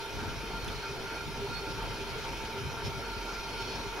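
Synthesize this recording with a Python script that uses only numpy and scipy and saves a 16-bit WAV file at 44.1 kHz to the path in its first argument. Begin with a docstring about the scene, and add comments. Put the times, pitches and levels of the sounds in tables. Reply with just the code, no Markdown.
"""The haul cable of an incline railway runs steadily over steel sheaves on an open hillside.
Rolling contact makes a rumble and a steely hiss and keeps the wheels ringing, flaring as the cable bites.
The bearings whistle, a thin squeal comes and goes, and the drive hums below, with dull bumps.
Small ticks, a clink and brief flange scrapes poke through; light wind puffs on the microphone."""
import sys
import numpy as np
from scipy import signal
from scipy.fft import rfft, irfft, next_fast_len
from scipy.io import wavfile
from scipy.ndimage import uniform_filter1d, map_coordinates

SR = 44100
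rng = np.random.default_rng(int(sys.argv[2]) if len(sys.argv) > 2 else 0)


def generate_wav(sig):
    """Save sig (samples, or channels by samples) to the path in sys.argv[1] as 16-bit PCM at SR."""
    pcm = np.round(np.clip(np.atleast_2d(sig).T, -1, 1) * 32767).astype(np.int16)
    wavfile.write(sys.argv[1], SR, pcm)


N = 176400

# Levels are relative, ahead of each layer's trim. Likeness of left and right: 1 is mono, 0 is wide.
# tone of the rolling rumble: f/Hz, level/dB
RUMBLE_EQ = [(40, -1), (150, -3), (250, -1), (370, 2), (480, 0.5), (620, -4), (800, -2.5), (970, -2.5),
             (1080, -6.5), (1300, -4), (1570, -2), (1800, -10), (2600, -14.5), (4000, -25), (8000, -52)]
# stereo image of the rumble: f/Hz, likeness
RUMBLE_IMAGE = [(100, 1), (300, 0.81), (800, 0.84), (1500, 0.69), (3000, 0.26)]
# tone of the strand hiss: f/Hz, level/dB
HISS_EQ = [(500, -16), (1800, -5), (2400, 2), (2700, -0.5), (3200, 1.5), (3450, -1), (4200, -0.5),
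           (4600, -3.5), (5100, -0.5), (5750, -2), (6400, -8), (7100, -12), (7900, -18.5), (9000, -21.5),
           (15000, -33)]
# stereo image of hiss and scrapes: f/Hz, likeness
STEEL_IMAGE = [(2000, 0.6), (2650, 1), (3300, 0.38), (4200, 0.07), (4900, 0.72), (5600, 1), (6200, 0.47),
               (6700, 0.83), (7400, 0.26), (11000, 0.45), (15000, 0.6)]
# fader ride of the hiss: t/s, level/dB
HISS_RIDE = [(0, -46.5), (1.3, -47), (1.6, -46), (2.35, -45.5), (2.75, -48), (3.03, -47), (3.3, -45.5),
             (3.7, -45.5), (4, -47)]
# ringing modes of the sheaves: f/Hz, width/Hz, level/dB, likeness
WHEEL_MODES = [(232, 4.9, -58.5, 0.83), (391, 5.1, -53, 1), (401.7, 5, -52.5, 0.99),
               (438.5, 18.4, -52.5, 1), (681, 10, -60, 0.94), (1155, 7.4, -64.5, 0.68),
               (898.5, 13.4, -51, 0.94), (913, 22, -53, 0.83), (936.5, 17, -55.5, 0.7),
               (1298, 9.8, -64, 0.53), (1352, 8.7, -56.5, 1), (1393, 15, -50.5, 0.9), (2100, 26, -59, 0.23),
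               (2242, 5.3, -58.5, 0.83), (2250, 37, -61.5, 0.45), (2368, 23, -57.5, 0.45),
               (2480, 14, -55.5, 0.59), (2510, 38, -57, 0.71)]
# a wheel flares as the cable bites: t/s, f/Hz, level/dB
WHEEL_FLARES = [(.03, 899, -45.5), (.54, 904, -39), (.57, 1393, -43), (.85, 903, -40.5), (.86, 1373, -41.5),
                (0.879, 2485, -45.5), (.9, 392, -38.5), (1.04, 390, -41), (1.05, 1410, -42.5),
                (1.2, 1394, -37), (1.44, 402, -33), (1.539, 1396, -41.5), (1.65, 395, -39),
                (1.68, 894, -42), (1.82, 890, -41), (2.01, 389, -40), (2.28, 905, -43), (2.42, 890, -41.5),
                (2.591, 398, -38), (3.0, 1350, -44), (3.061, 1390, -41), (3.1, 923, -42),
                (3.129, 1390, -44.5), (3.29, 1384, -39), (3.389, 1385, -41), (3.479, 1393, -39.5),
                (3.591, 1404, -40.5), (3.62, 393, -39), (3.629, 915, -40.5), (3.79, 929, -42),
                (3.86, 407, -41)]
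# thin bearing whistles: f/Hz, width/Hz, level/dB, likeness
BEARING_WHISTLES = [(2810, 28, -62.5, 0.072), (3050, 4.2, -63.5, 0.56), (3133, 13, -59.5, 0.46),
                    (3607, 34, -59.5, 0), (3830, 10, -64.5, 0.97), (4100, 23, -76.5, 0),
                    (5170, 50, -68.5, 0.44), (5360, 42, -61.5, 0.53), (5780, 12, -66.5, 0.7),
                    (7000, 25, -85, 0), (7440, 12, -78, .1)]
# fader ride of the squeal: t/s, level/dB
SQUEAL_RIDE = [(0, -63), (.3, -69), (.55, -55.5), (.9, -60), (1.22, -54), (1.33, -68), (1.46, -56),
               (1.53, -56), (1.57, -46), (1.66, -61), (1.8, -59), (2.4, -62), (2.72, -66), (3.02, -61),
               (3.09, -52), (3.25, -61), (3.5, -54.5), (3.62, -53), (3.72, -50), (3.9, -60), (4, -62)]
# fader ride of the drive hum: t/s, level/dB
HUM_RIDE = [(0, -50), (.25, -47), (.56, -44), (.85, -48.5), (1.7, -49), (1.84, -37.5), (1.98, -50),
            (2.25, -45), (2.46, -41.5), (2.57, -54), (2.9, -48), (3.18, -43.5), (3.42, -46), (3.88, -45.5),
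            (4, -47)]
# dull bumps: t/s, level/dB
THUMP_CUES = [(0.226, -32), (.274, -34.5), (0.361, -38), (.429, -38), (.579, -35), (.629, -30), (.673, -30),
              (1.279, -34.5), (1.5, -31), (1.836, -37), (2.29, -39), (2.85, -34), (3.168, -34),
              (3.857, -38)]
# tone of the bumps: f/Hz, level/dB
THUMP_EQ = [(25, -24), (60, 0.5), (120, 3.5), (200, -5.5), (300, -3), (450, -15.5), (900, -32), (2500, -65)]
# flange scrapes: t/s, half length/s, level/dB
SCRAPE_CUES = [(2.865, 0.023, -43.5), (3.62, 0.022, -46), (3.76, 0.016, -47)]
# tone of the scrapes: f/Hz, level/dB
SCRAPE_EQ = [(1000, -22), (3000, 2), (4700, -3), (5250, -7), (5700, -1), (6500, -6), (8000, -26),
             (10000, -16), (15000, -31)]
# dry ticks: t/s, level/dB
TICK_CUES = [(.06, -55), (.318, -57), (.645, -45), (.679, -43), (.686, -50), (.778, -54)]
# tone of the ticks: f/Hz, level/dB
TICK_EQ = [(1000, -22), (3000, -6), (3500, 3), (4200, -4), (6000, 10), (8000, -10), (11000, 6),
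           (15000, -12)]
# fader ride of the wind: t/s, level/dB
WIND_RIDE = [(0, -54), (.1, -55), (.2, -44.5), (.65, -52), (.85, -50), (1.3, -49.5), (1.9, -48),
             (2.3, -48.5), (2.52, -51), (2.63, -40), (2.73, -43.5), (2.8, -51), (2.88, -43.5),
             (3.01, -50.5), (3.08, -57.5), (3.3, -60), (3.55, -50.5), (3.88, -49.5), (4, -57)]
# tone of wind on the microphone: f/Hz, level/dB
WIND_EQ = [(10, -22), (28, -29), (45, -1), (90, 5), (135, 6), (200, -8.5), (320, -18.5), (700, -37),
           (2000, -70)]
# tone of the faint top hiss: f/Hz, level/dB
AIR_EQ = [(5000, -12), (7800, -12), (8800, -7.5), (10000, 1.5), (11500, 1.5), (12800, -5.5), (14000, -11.5),
          (15500, -6.5)]
# colour difference of the microphone's sides: f/Hz, left minus right/dB
MIC_BALANCE = [(100, 1), (400, 0), (1200, -.4), (2500, 0.3), (4500, -0.3), (8000, 2), (12000, 0.5),
               (15000, -3)]


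def cable(swell, ripple_hz=15, ripple_db=2.6):
    """Rolling rumble and the metallic hiss of steel strands, shivering as the cable sways."""
    sway = wobble(14)
    rumble = swell * amp(-43 + 0.85 * sway) * noise(RUMBLE_EQ, RUMBLE_IMAGE, patchy_db=2.0)
    ripple = rng.standard_normal(2048)  # countless small steel resonances colour the hiss
    steel = lambda hz: amp(ripple_db * map_coordinates(ripple, [hz / ripple_hz], order=1, mode="wrap"))
    hiss = unit(filtered(noise(HISS_EQ, STEEL_IMAGE, patchy_db=1.7), steel))
    return rumble + amp(ride(HISS_RIDE) + 0.27 * sway + 0.88 * wobble(75)) * hiss


def sheaves(flare_half_s=0.035):
    """The cable rubs the wheels into a steady ringing; short flares sing out as it bites."""
    t = np.arange(N) / SR
    steady = sum(amp(db - 1) * ring(hz, width, likeness) for hz, width, db, likeness in WHEEL_MODES)
    wander_rad = 0.21 * wobble(70)
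    shake = amp(1.9 * wobble(50))
    flares = np.zeros(N)
    for (at, hz, db), phase in zip(WHEEL_FLARES, rng.random(len(WHEEL_FLARES))):
        near = np.abs(t - at) < .5
        from_peak = t[near] - at
        envelope = amp(db - 1.5) * np.exp(-(from_peak / flare_half_s) ** 2)
        flares[near] += envelope * np.sin(2 * np.pi * (hz * from_peak + phase) + wander_rad[near])
    return steady + shake * flares


def bearings():
    """The bearings hold faint whistles and one squeal that comes and goes."""
    squeal = amp(ride(SQUEAL_RIDE) + 3) * ring(hz=4375, width_hz=21, likeness=0.36, flutter=.55)
    whistles = sum(amp(db) * ring(hz, width, likeness) for hz, width, db, likeness in BEARING_WHISTLES)
    return squeal + whistles


def drive():
    """The low, slightly unsteady hum of the winding gear."""
    return amp(ride(HUM_RIDE) - 2) * ring(hz=44.64, width_hz=1.94, likeness=0.87, flutter=0.33)


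def thumps(rise_s=0.0018, t60_s=0.12):
    """Dull, uneven bumps in the rumble: fast attack, short tail."""
    t = np.arange(N) / SR
    envelope = np.zeros(N)
    for at, db in THUMP_CUES:
        attack = np.clip((t - at) / rise_s + 1, 0, 1)
        envelope += attack * amp(db - 3.5 - 60 * np.abs(t - at) / t60_s)
    return envelope * noise(THUMP_EQ, [(100, .5)], patchy_db=2.5)


def scrapes():
    """The cable brushes a flange: soft swells of friction noise with a bright ring."""
    t = np.arange(N) / SR
    envelope = sum(amp(db) * np.exp(-((t - at) / half) ** 2) for at, half, db in SCRAPE_CUES)
    friction = noise(SCRAPE_EQ, STEEL_IMAGE, patchy_db=0)
    flange = amp(-2) * ring(hz=5290, width_hz=38, likeness=0.83, flutter=0.49)
    return envelope * (friction + flange)


def ticks(t60_s=0.024):
    """Small dry ticks: bright noise with a hard attack."""
    t = np.arange(N) / SR
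    envelope = sum((t >= at) * amp(db - 60 * np.abs(t - at) / t60_s) for at, db in TICK_CUES)
    return envelope * noise(TICK_EQ, [(5000, .3)], patchy_db=-2)


def clink(at_s=.683, t60_s=0.042):
    """One light touch of metal that rings out at once."""
    age = np.arange(N) / SR - at_s
    envelope = (age > 0) * amp(-39 - 60 * np.abs(age) / t60_s)
    return envelope * ring(hz=3480, width_hz=49, likeness=0.78, flutter=.1)


def wind():
    """Light, bassy puffs that hit each side of the microphone differently."""
    puffs = amp(ride(WIND_RIDE) + 2.5 + 2.5 * wobble(21.94))
    return puffs * noise(WIND_EQ, [(40, 0.56), (100, 0.32), (300, .5)], patchy_db=0.5)


def air():
    """A faint, even bed of top-end hiss."""
    return amp(-58.5 + 0.33 * wobble(80)) * noise(AIR_EQ, [(10000, 0.27)], patchy_db=1.4)


def ring(hz, width_hz, likeness, flutter=1):
    """A resonance kept sounding by friction, stereo, rms 1; flutter 0 is even, 1 fully random."""
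    step = 32  # samples per envelope point
    count = N // step + 2
    offset_hz = np.fft.fftfreq(count, step / SR)
    friction = rng.standard_normal((2, count)) + 1j * rng.standard_normal((2, count))
    envelopes = np.fft.ifft(friction / (1 + (offset_hz / width_hz) ** 2))
    envelopes *= np.abs(envelopes) ** (flutter - 1)
    n = np.arange(N)
    carrier = np.exp(2j * np.pi * hz * n / SR)
    mid, side = [unit((np.interp(n / step, np.arange(count), e) * carrier).real) for e in envelopes]
    spread = np.arccos(likeness) / 2
    return np.cos(spread) * mid + np.sin(spread) * np.array([side, -side])


def noise(eq, image, patchy_db):
    """Shaped stereo noise of rms 1, with patches of random gain across time and frequency."""
    bins = signal.stft(rng.standard_normal((2, N)), nperseg=512)[2]
    patches = uniform_filter1d(rng.standard_normal(bins.shape[1:]), size=7, axis=0)
    patches = uniform_filter1d(patches, size=10, axis=1)
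    pair = signal.istft(bins * amp(patchy_db * unit(patches)), nperseg=512)[1][:, :N]

    def response(hz):
        spread = np.arccos(along(image, hz)) / 2
        return amp(along(eq, hz)) * np.array([np.cos(spread), np.sin(spread)])
    mid, side = filtered(pair, response)
    return unit(np.array([mid + side, mid - side]))


def amp(db):
    """Decibels to gain."""
    return 10 ** (np.asarray(db) / 20)


def unit(x):
    """Scale to rms 1."""
    return x / np.sqrt(np.mean(x ** 2) + 1e-20)


def along(points, hz):
    """Read a curve on a log frequency axis."""
    freqs, values = np.transpose(points)
    return np.interp(np.log(hz + 1), np.log(freqs + 1), values)


def ride(points):
    """A fader ride in dB, one value per sample."""
    return np.interp(np.arange(N) / SR, *np.transpose(points))


def wobble(rate):
    """A smooth random curve, rate knots a second."""
    return map_coordinates(rng.standard_normal(1024), [np.arange(N) * rate / SR], mode="wrap")


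def filtered(x, response):
    """Pass x through a frequency response."""
    size = next_fast_len(N + SR // 4)
    return irfft(rfft(x, size) * response(np.fft.rfftfreq(size, 1 / SR)), size)[..., :N]


def scene():
    """The machinery sits a little to the right; ringing and rumble slowly swell under the details."""
    swell_db_per_s, left_lag_s = 0.44, 2e-05
    swell = amp(swell_db_per_s * (np.arange(N) - N / 2) / SR)
    pan_right = amp([[-.6], [.6]])
    machine = (swell * sheaves() + bearings()) * pan_right + cable(swell)
    machine = filtered(machine, lambda hz: np.exp(1j * np.pi * left_lag_s * np.array([-hz, hz])))
    return machine + drive() + scrapes() + ticks() + clink() + thumps() + wind() + air()


def record(dry):
    """The microphone's two sides differ slightly in colour; a steep high cut trims the top."""
    high_cut_hz = 15730
    coloured = filtered(dry, lambda hz: amp(along(MIC_BALANCE, hz) * np.array([[.5], [-.5]])))
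    return filtered(coloured, lambda hz: hz < high_cut_hz)


dry = scene()
out = record(dry)
generate_wav(out)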